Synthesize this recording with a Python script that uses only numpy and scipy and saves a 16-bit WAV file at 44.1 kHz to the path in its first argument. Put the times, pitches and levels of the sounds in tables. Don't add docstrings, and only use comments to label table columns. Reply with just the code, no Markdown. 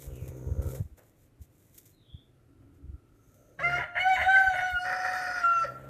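import sys
import numpy as np
from scipy import signal
from scipy.fft import rfft, irfft, next_fast_len
from scipy.io import wavfile
from scipy.ndimage import uniform_filter1d

SR = 44100
rng = np.random.default_rng(int(sys.argv[2]) if len(sys.argv) > 2 else 0)


def master(y):
    cut = np.clip(np.atleast_2d(y).T, -1, 1)
    pcm = np.round(cut * 32767)
    wavfile.write(sys.argv[1], SR, pcm.astype(np.int16))


N = 259749
TIME = np.arange(N) / SR


def amp(db):
    return 10 ** (np.asarray(db) / 20)


def evened(x):
    return x / np.sqrt(np.mean(x ** 2) + 1e-20)


def read(points, hz):
    f, value = np.transpose(points)
    return np.interp(np.log(hz + 1), np.log(f + 1), value)


def curves(rows):
    s, *columns = np.transpose(rows)
    return [np.interp(TIME, s, c) for c in columns]


def during(rows):
    inside = (TIME >= rows[0][0]) & (TIME <= rows[-1][0])
    return uniform_filter1d(1. 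* inside, size=300)


def colour(x, points):
    gain = amp(read(points, np.fft.rfftfreq(N, 1 / SR)))
    return evened(irfft(rfft(x) * gain, N))


def noise():
    return rng.standard_normal(N)


def wander(rate_hz, step=16):
    count = next_fast_len(N // step + 2)
    smoothing = np.exp(-(np.fft.rfftfreq(count, step / SR) / rate_hz) ** 2)
    slow = irfft(rfft(rng.standard_normal(count)) * smoothing, count)
    return np.interp(np.arange(N) / step, np.arange(count), evened(slow))


def fuzzy_tone(hz, width):
    turn = 2 * np.pi * np.cumsum(hz * np.ones(N)) / SR
    return evened(wander(width / 2) * np.cos(turn) + wander(width / 2) * np.sin(turn))


def slurs(rows):
    out = np.zeros(N)
    for start, length, hz, glide, width, db in rows:
        part = np.clip((TIME - start) / length, 0, 1)
        pitch = hz + glide * length * (part - .5)
        out += amp(db) * np.sin(np.pi * part) * fuzzy_tone(pitch, width)
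    return out


def burst(start, length, attack, release, db, swell_db=0):
    u = np.maximum(TIME - start, 0)
    fall = np.minimum(np.maximum(u - length, 0) / release, 20)
    hold = amp(db + swell_db * np.minimum(u, length))
    return hold * np.tanh((u / attack) ** 2) * np.exp(-fall)


# frequency in Hz, strength in dB.
AIR_COLOUR = [(15, -35), (25, -2), (70, -8.5), (120, -1.5), (199, -16.5), (297, -10.5), (340, -14.5),
              (549, -21), (959, -31.5), (1360, -31), (2780, -37), (3440, -40.5), (5130, -43.5),
              (13000, -43), (14500, -59)]
# time in seconds, level in dB.
DRONE_SWELL = [(0, -70), (2.2, -99), (2.55, -58.5), (2.9, -55.5), (3.2, -70.5), (3.55, -65.5), (5.9, -60)]


def outdoors(air_db=-62):
    drone_colour = [(100, 9), (200, -12), (280, 10.0), (380, -4.0), (600, -35.0), (1200, -45.5),
                    (3000, -73.5)]
    air = amp(air_db + 0.26 * wander(26)) * colour(noise(), AIR_COLOUR)
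    return air + amp(curves(DRONE_SWELL)[0]) * colour(noise(), drone_colour)


# frequency in Hz, time to die by 60 dB in seconds.
ECHO_TIMES = [(200, 1), (1400, 0.78), (3000, 0.4), (8000, 0.024)]


def yard(x):
    hz, t, z = signal.stft(rng.standard_normal(SR), SR, nperseg=256)
    decay = amp(-60 * t / read(ECHO_TIMES, hz)[:, None])
    late = t > .012
    tail = signal.istft(z * decay * late, SR, nperseg=256)[1]
    return signal.fftconvolve(x, tail / np.linalg.norm(tail))[:N]


# start in seconds, length in seconds, pitch halfway in Hz,
# glide in Hz per second, width in Hz, level in dB before the split into direct sound and echo.
BIRD_WHISTLES = [(.03, .29, 2556, -3800, 900, -69.5), (1.9, 0.2, 3780, -3600, 450, -72),
                 (2.015, 0.2, 3400, 1500, 447, -65)]


def birds(direct_db=-8, echo_db=-1):
    song = slurs(BIRD_WHISTLES)
    return amp(direct_db) * song + amp(echo_db) * yard(song)


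# start in seconds, length in seconds, pitch halfway in Hz,
# glide in Hz per second, width in Hz, level in dB.
FAINT_HISSES = [(0.01, .84, 6490, -240, 1250, -69), (.575, 0.19, 1347, 5.5, 220, -59),
                (2.05, 2.2, 1343, -4, 190, -77.5), (3.1, 0.6, 6350, -140, 1050, -77.5),
                (3.3, .36, 547, -32.5, 260, -64.5), (5.44, .72, 1364, 10.5, 15.6, -53)]


def hisses():
    return slurs(FAINT_HISSES)


# middle in seconds, strength in dB before the boost
# they all share, rocking rate in Hz.
AIR_PUFFS = [(0.08, -35, 66), (0.129, -38, 66.6), (0.226, -34.5, 82), (0.299, -36.5, 78.6),
             (0.475, -30.5, 79), (.518, -26, 77.13), (0.594, -24, 72.6), (0.67, -27.5, 83),
             (0.81, -27.5, 103), (0.854, -39.5, 71), (0.925, -45.5, 66), (1.414, -42.5, 72.6),
             (2.147, -40, 72), (2.848, -41, 74), (2.894, -36, 65.7), (2.942, -38, 69.5), (4.206, -41, 88),
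             (4.264, -39.5, 83.6), (4.482, -37.5, 55.2), (4.742, -37, 60.4)]


def puffs(length=0.0065, boost_db=5.0):
    out, unevenness = np.zeros(N), wander(89)
    for s, db, hz in AIR_PUFFS:
        u = TIME - s
        swell = np.exp(-np.hypot(u / length, 1) + 1)
        out += amp(db) * swell * np.cos(2 * np.pi * (hz * u + rng.random()) + .5 * unevenness)
    return out * amp(boost_db)


# time in seconds, wing beats per second, level of the hum in dB.
WING_PASSES = [
    [(0, 69, -54.5), (.08, 68, -46.5), (.15, 62.7, -45.5), (.27, 65.6, -43.5), (.53, 63.7, -41),
     (.63, 68, -39), (.71, 63.4, -38.5), (.775, 67, -41), (.82, 86, -51)],
    [(3.58, 83, -55), (3.66, 70.7, -42), (3.8, 66, -42.5), (3.9, 81, -77)],
    [(5.56, 72, -59), (5.68, 62.6, -49), (5.78, 66, -51.5), (5.9, 68, -46)],
]
# frequency in Hz, strength in dB.
WING_HUM = [(62, -8), (126, 5.5), (186, 1.5), (250, -17.5), (315, -14.5), (380, -11), (440, -10), (500, -9),
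            (570, -9), (635, -6.5), (750, -21.5), (930, -25.5), (1150, -40), (1380, -32.5), (1520, -33)]


def wings(swish_db=-8.5, swish_growth=0.65, full_db=-41):
    swish_colour = [(150, 6), (340, 10.0), (550, 10.5), (720, -22.5), (930, 1), (1150, -28),
                    (1380, -8.5), (1650, -17.0), (4000, -36.0), (8000, -34.5)]
    out = np.zeros(N)
    for rows in WING_PASSES:
        hz, db = curves(rows)
        turn = 2 * np.pi * np.cumsum(hz * (1 + .007 * wander(25))) / SR
        scatter = rng.uniform(-1.3, 1.3, 24)
        push = sum(amp(read(WING_HUM, k * hz.mean())) * np.cos(k * turn + scatter[k])
                   for k in range(1, len(scatter)))
        stroke = np.exp(.8 * np.cos(turn))
        swish = colour(noise() * stroke, swish_colour)
        swish_gain = amp(swish_db + swish_growth * (db - full_db))
        out += during(rows) * amp(db) * (evened(push) + swish_gain * swish)
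    return out


# frequency in Hz, strength in dB.
LEAF_COLOUR = [(1180, -24), (2000, -8), (2380, -8.5), (2610, -16.5), (3630, -8), (4580, -15), (6930, -2),
               (8320, -4), (9500, -8), (13200, -1.5), (14500, 0)]
# middle in seconds, half length in seconds, level in dB.
LEAF_RUSTLES = [(0.022, 0.039, -50), (0.25, 0.052, -64), (0.513, 0.35, -66.5), (0.712, 0.047, -49.5),
                (.82, 0.055, -83), (0.983, .012, -60.5), (1.072, .04, -68), (1.221, 0.055, -67),
                (1.432, 0.026, -63), (1.643, 0.13, -66.5), (1.774, 0.033, -57), (1.881, 0.061, -62.5),
                (2.764, 0.042, -80), (3.375, 0.23, -71.5)]
# start in seconds, crackle in dB, decay in seconds, dull soil-like noise in dB.
CRUNCHES_AND_FADE = [(0.021, -56, 0.13, -60.5), (0.155, -47, 0.005, -69), (0.279, -47, 0.009, -52),
                     (0.367, -57, 0.013, -72), (0.618, -50, 0.025, -55.5), (0.747, -45.5, 0.032, -51.5),
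                     (.978, -68, 0.053, -57.5), (1.417, -59.5, 0.011, -79), (1.744, -58, 0.009, -82),
                     (1.778, -42, 0.0089, -71), (1.854, -54, 0.015, -92), (2.619, -79, 0.025, -67),
                     (2.741, -73, 0.018, -90), (3.341, -68, 0.024, -85), (4.7, -53, 0.056, -65),
                     (5.129, -51.5, 0.063, -83), (5.665, -65, 0.78, -54.5)]


def leaves(snaps_per_s=1500, attack_s=0.00098):
    soil_colour = [(150, -7.5), (650, 12.5), (950, 0), (1280, 1.5), (1700, -1), (2500, -9),
                   (5000, -25.0), (10000, -44)]
    snaps = noise() * (rng.random(N) < snaps_per_s / SR)
    snap_gain = amp(3.5 * np.minimum(rng.exponential(1, N), 4))
    crackle = colour(evened(snaps * snap_gain) + 1.1 * noise(), LEAF_COLOUR)
    soil = colour(noise(), soil_colour)
    out = np.zeros(N)
    for s, half, db in LEAF_RUSTLES:
        out += crackle * amp(db) * np.exp(-((TIME - s) / half) ** 2)
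    for s, db, decay, dull_db in CRUNCHES_AND_FADE:
        u = np.maximum(TIME - s, 0)
        envelope = (1 - np.exp(-u / attack_s)) * np.exp(-u / decay)
        out += envelope * (amp(db) * crackle + amp(dull_db) * soil)
    return out


# start in seconds, length in seconds, pitch halfway in Hz,
# glide in Hz per second, width in Hz, level in dB.
VOICE_CRACKS = [(3.588, 0.044, 1655, 2602.5, 45, -28.5), (3.775, 0.078, 976, -450, 45, -43),
                (4.16, .055, 1005, 1399.5, 45.6, -38), (4.172, .056, 2040, 2400, 44, -28),
                (4.358, 0.02, 2052, -3.5, 45, -26.5), (5.638, 0.0243, 575, -2000, 90, -36.5)]


def cracks():
    return slurs(VOICE_CRACKS)


# time in seconds, level in dB.
VOICE_EFFORT = [(3.575, -74.5), (3.61, -40), (3.65, -35), (3.8, -36), (3.85, -61), (3.93, -53.5),
                (3.98, -35.5), (4.15, -37), (4.5, -33), (4.7, -32), (4.75, -47), (4.83, -35.5),
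                (5.25, -37.5), (5.32, -40.5), (5.64, -49), (5.76, -66.5)]
# level in dB with the mouth open, level in dB with it closed.
LOW_HARMONICS = [(-1.5, 0), (0, -3.5), (-10.5, -27), (-11, -28)]
# start in seconds,
# length in seconds, harmonic number, level in dB, swell in dB per second.
THROAT_RINGS = [(3.625, 0.057, 3, -24, -57), (3.635, 0.059, 2, -29.5, 14), (3.719, 0.025, 2, -25, -3),
                (3.742, .04, 3, -28, 3), (3.805, 0.088, 2, -34.5, -110), (3.967, 0.069, 3, -27.5, 10),
                (3.991, 0.059, 4, -37.5, 3), (4.039, .1, 1, -23.5, -3), (4.046, 0.038, 2, -26, -60),
                (4.089, 0.069, 3, -31.5, -4.5), (4.114, 0.15, 4, -56, -4), (4.23, 0.028, 3, -37, 10),
                (4.25, 0.274, 1, -24, -10.5), (4.269, 0.039, 2, -26, 119.5), (4.291, 0.06, 4, -56, 9),
                (4.3, 0.19, 2, -17, -37.5), (4.507, .22, 3, -46, 4), (4.699, 0.087, 2, -34, 77),
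                (4.741, 0.068, 4, -44.5, -10), (5.266, 0.16, 2, -34.5, -4.5), (5.419, 0.197, 4, -49, 24),
                (5.425, 0.2145, 2, -23.5, -11.5)]
# start in seconds, length in seconds, level in dB.
RASP_BREAKS = [(3.587, 0.021, -37.5), (3.688, 0.039, -37.5), (3.765, 0.068, -32.5), (3.951, 0.024, -31),
               (3.977, 0.0048, -28), (4.151, .065, -31), (4.214, 0.0033, -25), (4.356, 0.017, -34),
               (4.534, 0.013, -33.5), (4.576, 0.037, -35), (4.84, 0.578, -38), (4.853, 0.021, -33.5),
               (4.893, .008, -29.5), (4.918, 0.015, -30.5), (5.042, 0.021, -30.5), (5.109, .046, -37),
               (5.626, 0.024, -38.5)]


def voicing(closing_from_s=4.21, closing_s=0.67, rasp_open_db=-13, rasp_closed_db=-25.5):
    effort_db, = curves(VOICE_EFFORT)
    closed = np.clip((TIME - closing_from_s) / closing_s, 0, 1)
    levels = [amp(effort_db + open_db + (closed_db - open_db) * closed)
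              for open_db, closed_db in LOW_HARMONICS]
    for start, length, harmonic, db, swell_db in THROAT_RINGS:
        k = int(np.clip(round(harmonic), 1, len(levels))) - 1
        ring = burst(start, length, 0.018, 0.0078, db, swell_db)
        levels[k] = np.hypot(levels[k], ring)
    steady_db = rasp_open_db + (rasp_closed_db - rasp_open_db) * closed
    rasp = amp(effort_db + steady_db) * during(VOICE_EFFORT)
    for start, length, db in RASP_BREAKS:
        attack_s = min(0.006, 0.27 * length)
        rasp = np.hypot(rasp, burst(start, length, attack_s, 0.025, db))
    return levels, rasp


# time in seconds, pitch in Hz.
BLEAT_MELODY = [(3.62, 555), (3.635, 690), (3.77, 712), (3.82, 695), (3.97, 705), (4, 725), (4.095, 763),
                (4.22, 725), (4.31, 770), (4.38, 771), (4.48, 762), (4.55, 732), (4.68, 738), (4.78, 715),
                (4.88, 740), (5.2, 735), (5.41, 713), (5.44, 688), (5.55, 683), (5.65, 667)]
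# time in seconds, tightness from 0 to 1.
THROAT_STRAIN = [(3.6, 0.24), (3.66, 0.68), (3.85, 0.26), (4.0, 0.05), (4.7, 0), (4.81, 0.98), (5.4, 0.99),
                 (5.45, 0.28), (5.66, 0.84)]
# frequency in Hz, strength in dB.
OPEN_RASP = [(120, -4), (400, -56.5), (620, 4.5), (820, -6), (1000, -10), (1180, -16.5), (1600, 2),
             (2080, 6.5), (2480, -17.5), (3000, -7.5), (3500, -51), (4400, -42), (5000, -59)]
TIGHT_RASP = [(120, -17.5), (420, -30.5), (570, 2.5), (680, -36.5), (950, -8), (1100, -18), (1340, 5),
              (1600, -3), (1860, 9), (2200, -20.5), (2460, -6), (2800, -45), (3600, -36), (5000, -42)]
# frequency in Hz, strength in dB.
OPEN_TREBLE = [(2800, 1), (3700, 3), (4550, -2), (4950, -18.5), (5400, -11), (6050, -4), (7000, -9),
               (7700, -10), (10000, -19.5), (11500, -12), (14000, -25)]
TIGHT_TREBLE = [(2800, -6.5), (4100, -16), (4650, 4.5), (5250, 2.5), (5750, -6), (6150, 1.5), (6700, -19.5),
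                (8300, -15), (9400, -14), (10500, -37.5), (12500, -18.5), (14000, -31)]
# time in seconds, level in dB.
TREBLE_LEVEL = [(3.58, -80), (3.6, -57.5), (3.77, -52), (3.93, -78), (4.01, -47.5), (4.04, -55),
                (4.11, -49.5), (4.14, -44.5), (4.2, -52), (4.24, -46.5), (4.28, -48.5), (4.31, -45),
                (4.44, -52), (4.69, -51), (4.78, -62.5), (4.81, -52.5), (4.91, -50), (5.4, -48.5),
                (5.48, -58), (5.64, -51), (5.7, -68.5), (5.76, -73)]


def goat():
    flutter_db, sway_db, flicker_db, grit_db = 3.5, 1.0, 3.5, 1.5
    rasp_takes, breath_db, smear = 0.62, -27, 0.17
    flap_hz, flap_depth = 165, 0.23
    quaver_s, quaver_period_s, quaver_half_s, quaver_dip_db = 4.429, 0.031, 0.0072, -5.5

    levels, rasp_level = voicing()
    hz, = curves(BLEAT_MELODY)
    tight = np.clip(curves(THROAT_STRAIN)[0], 0, 1)
    sounding = during(VOICE_EFFORT)
    rasp_level = np.hypot(rasp_level, amp(breath_db) * levels[1] * sounding)
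    rough = rasp_level / (rasp_level + levels[0] + levels[1])
    hiss = np.clip(0.33 + rough * (0.2 + 0.65 * tight), 0, .95)
    turn = 2 * np.pi * np.cumsum(hz * (1 + (.002 + .016 * rough) * wander(260))) / SR

    tone = 0
    for k, level in enumerate(levels, 1):
        kept = np.clip(1 - rasp_takes * rough * (k > 1), 0, 1)
        flutter = flutter_db * k * rough * wander(79)
        sway = sway_db * (k + 0.5) * (1 - tight) * wander(30)
        tone = tone + kept * level * amp(flutter + sway) * np.sqrt(2) * np.sin(k * turn)
    flap = np.cos(2 * np.pi * np.cumsum(flap_hz * (1 + 0.13 * wander(37.9))) / SR)
    tone = tone * (1 + flap_depth * rough * flap)
    dips = sum(np.exp(-((TIME - quaver_s - i * quaver_period_s) / quaver_half_s) ** 2)
               for i in range(3))
    tone = tone * amp(quaver_dip_db * dips)

    upper = 0
    for k in range(5, 21):
        open_db, tight_db = read(OPEN_TREBLE, k * hz), read(TIGHT_TREBLE, k * hz)
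        throat_db = (1 - tight) * open_db + tight * tight_db
        uneven_db = 4.5 * wander(9) + flicker_db * wander(45)
        phase = k * turn + smear * (1 + rough) * wander(93)
        upper = upper + amp(throat_db + uneven_db) * np.sin(phase)
    upper = upper / np.sqrt(uniform_filter1d(upper ** 2, size=2000) + 1e-9)

    bursts = noise() * (1 + 1.55 * np.cos(turn)) * amp(grit_db * np.tanh(wander(150)))
    rasp = (1 - tight) * colour(bursts, OPEN_RASP) + tight * colour(bursts, TIGHT_RASP)
    air = (1 - tight) * colour(bursts, OPEN_TREBLE) + tight * colour(bursts, TIGHT_TREBLE)
    treble = np.sqrt(1 - hiss) * upper + np.sqrt(hiss) * air
    treble = amp(curves(TREBLE_LEVEL)[0]) * treble
    return sounding * (tone + treble) + rasp_level * rasp


def scene():
    near = goat() + cracks() + leaves()
    echo = amp(-21) * yard(near)
    return (outdoors() + birds() + hisses() + puffs() + wings() + echo + near)[None]


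def record(dry):
    lean = signal.sosfilt(signal.butter(2, 44, "high", fs=SR, output="sos"), dry)
    band_limit = signal.firwin(511, 14300, window=("kaiser", 9), fs=SR)
    return signal.oaconvolve(lean, band_limit[None], "same")


dry = scene()
out = record(dry)
master(out)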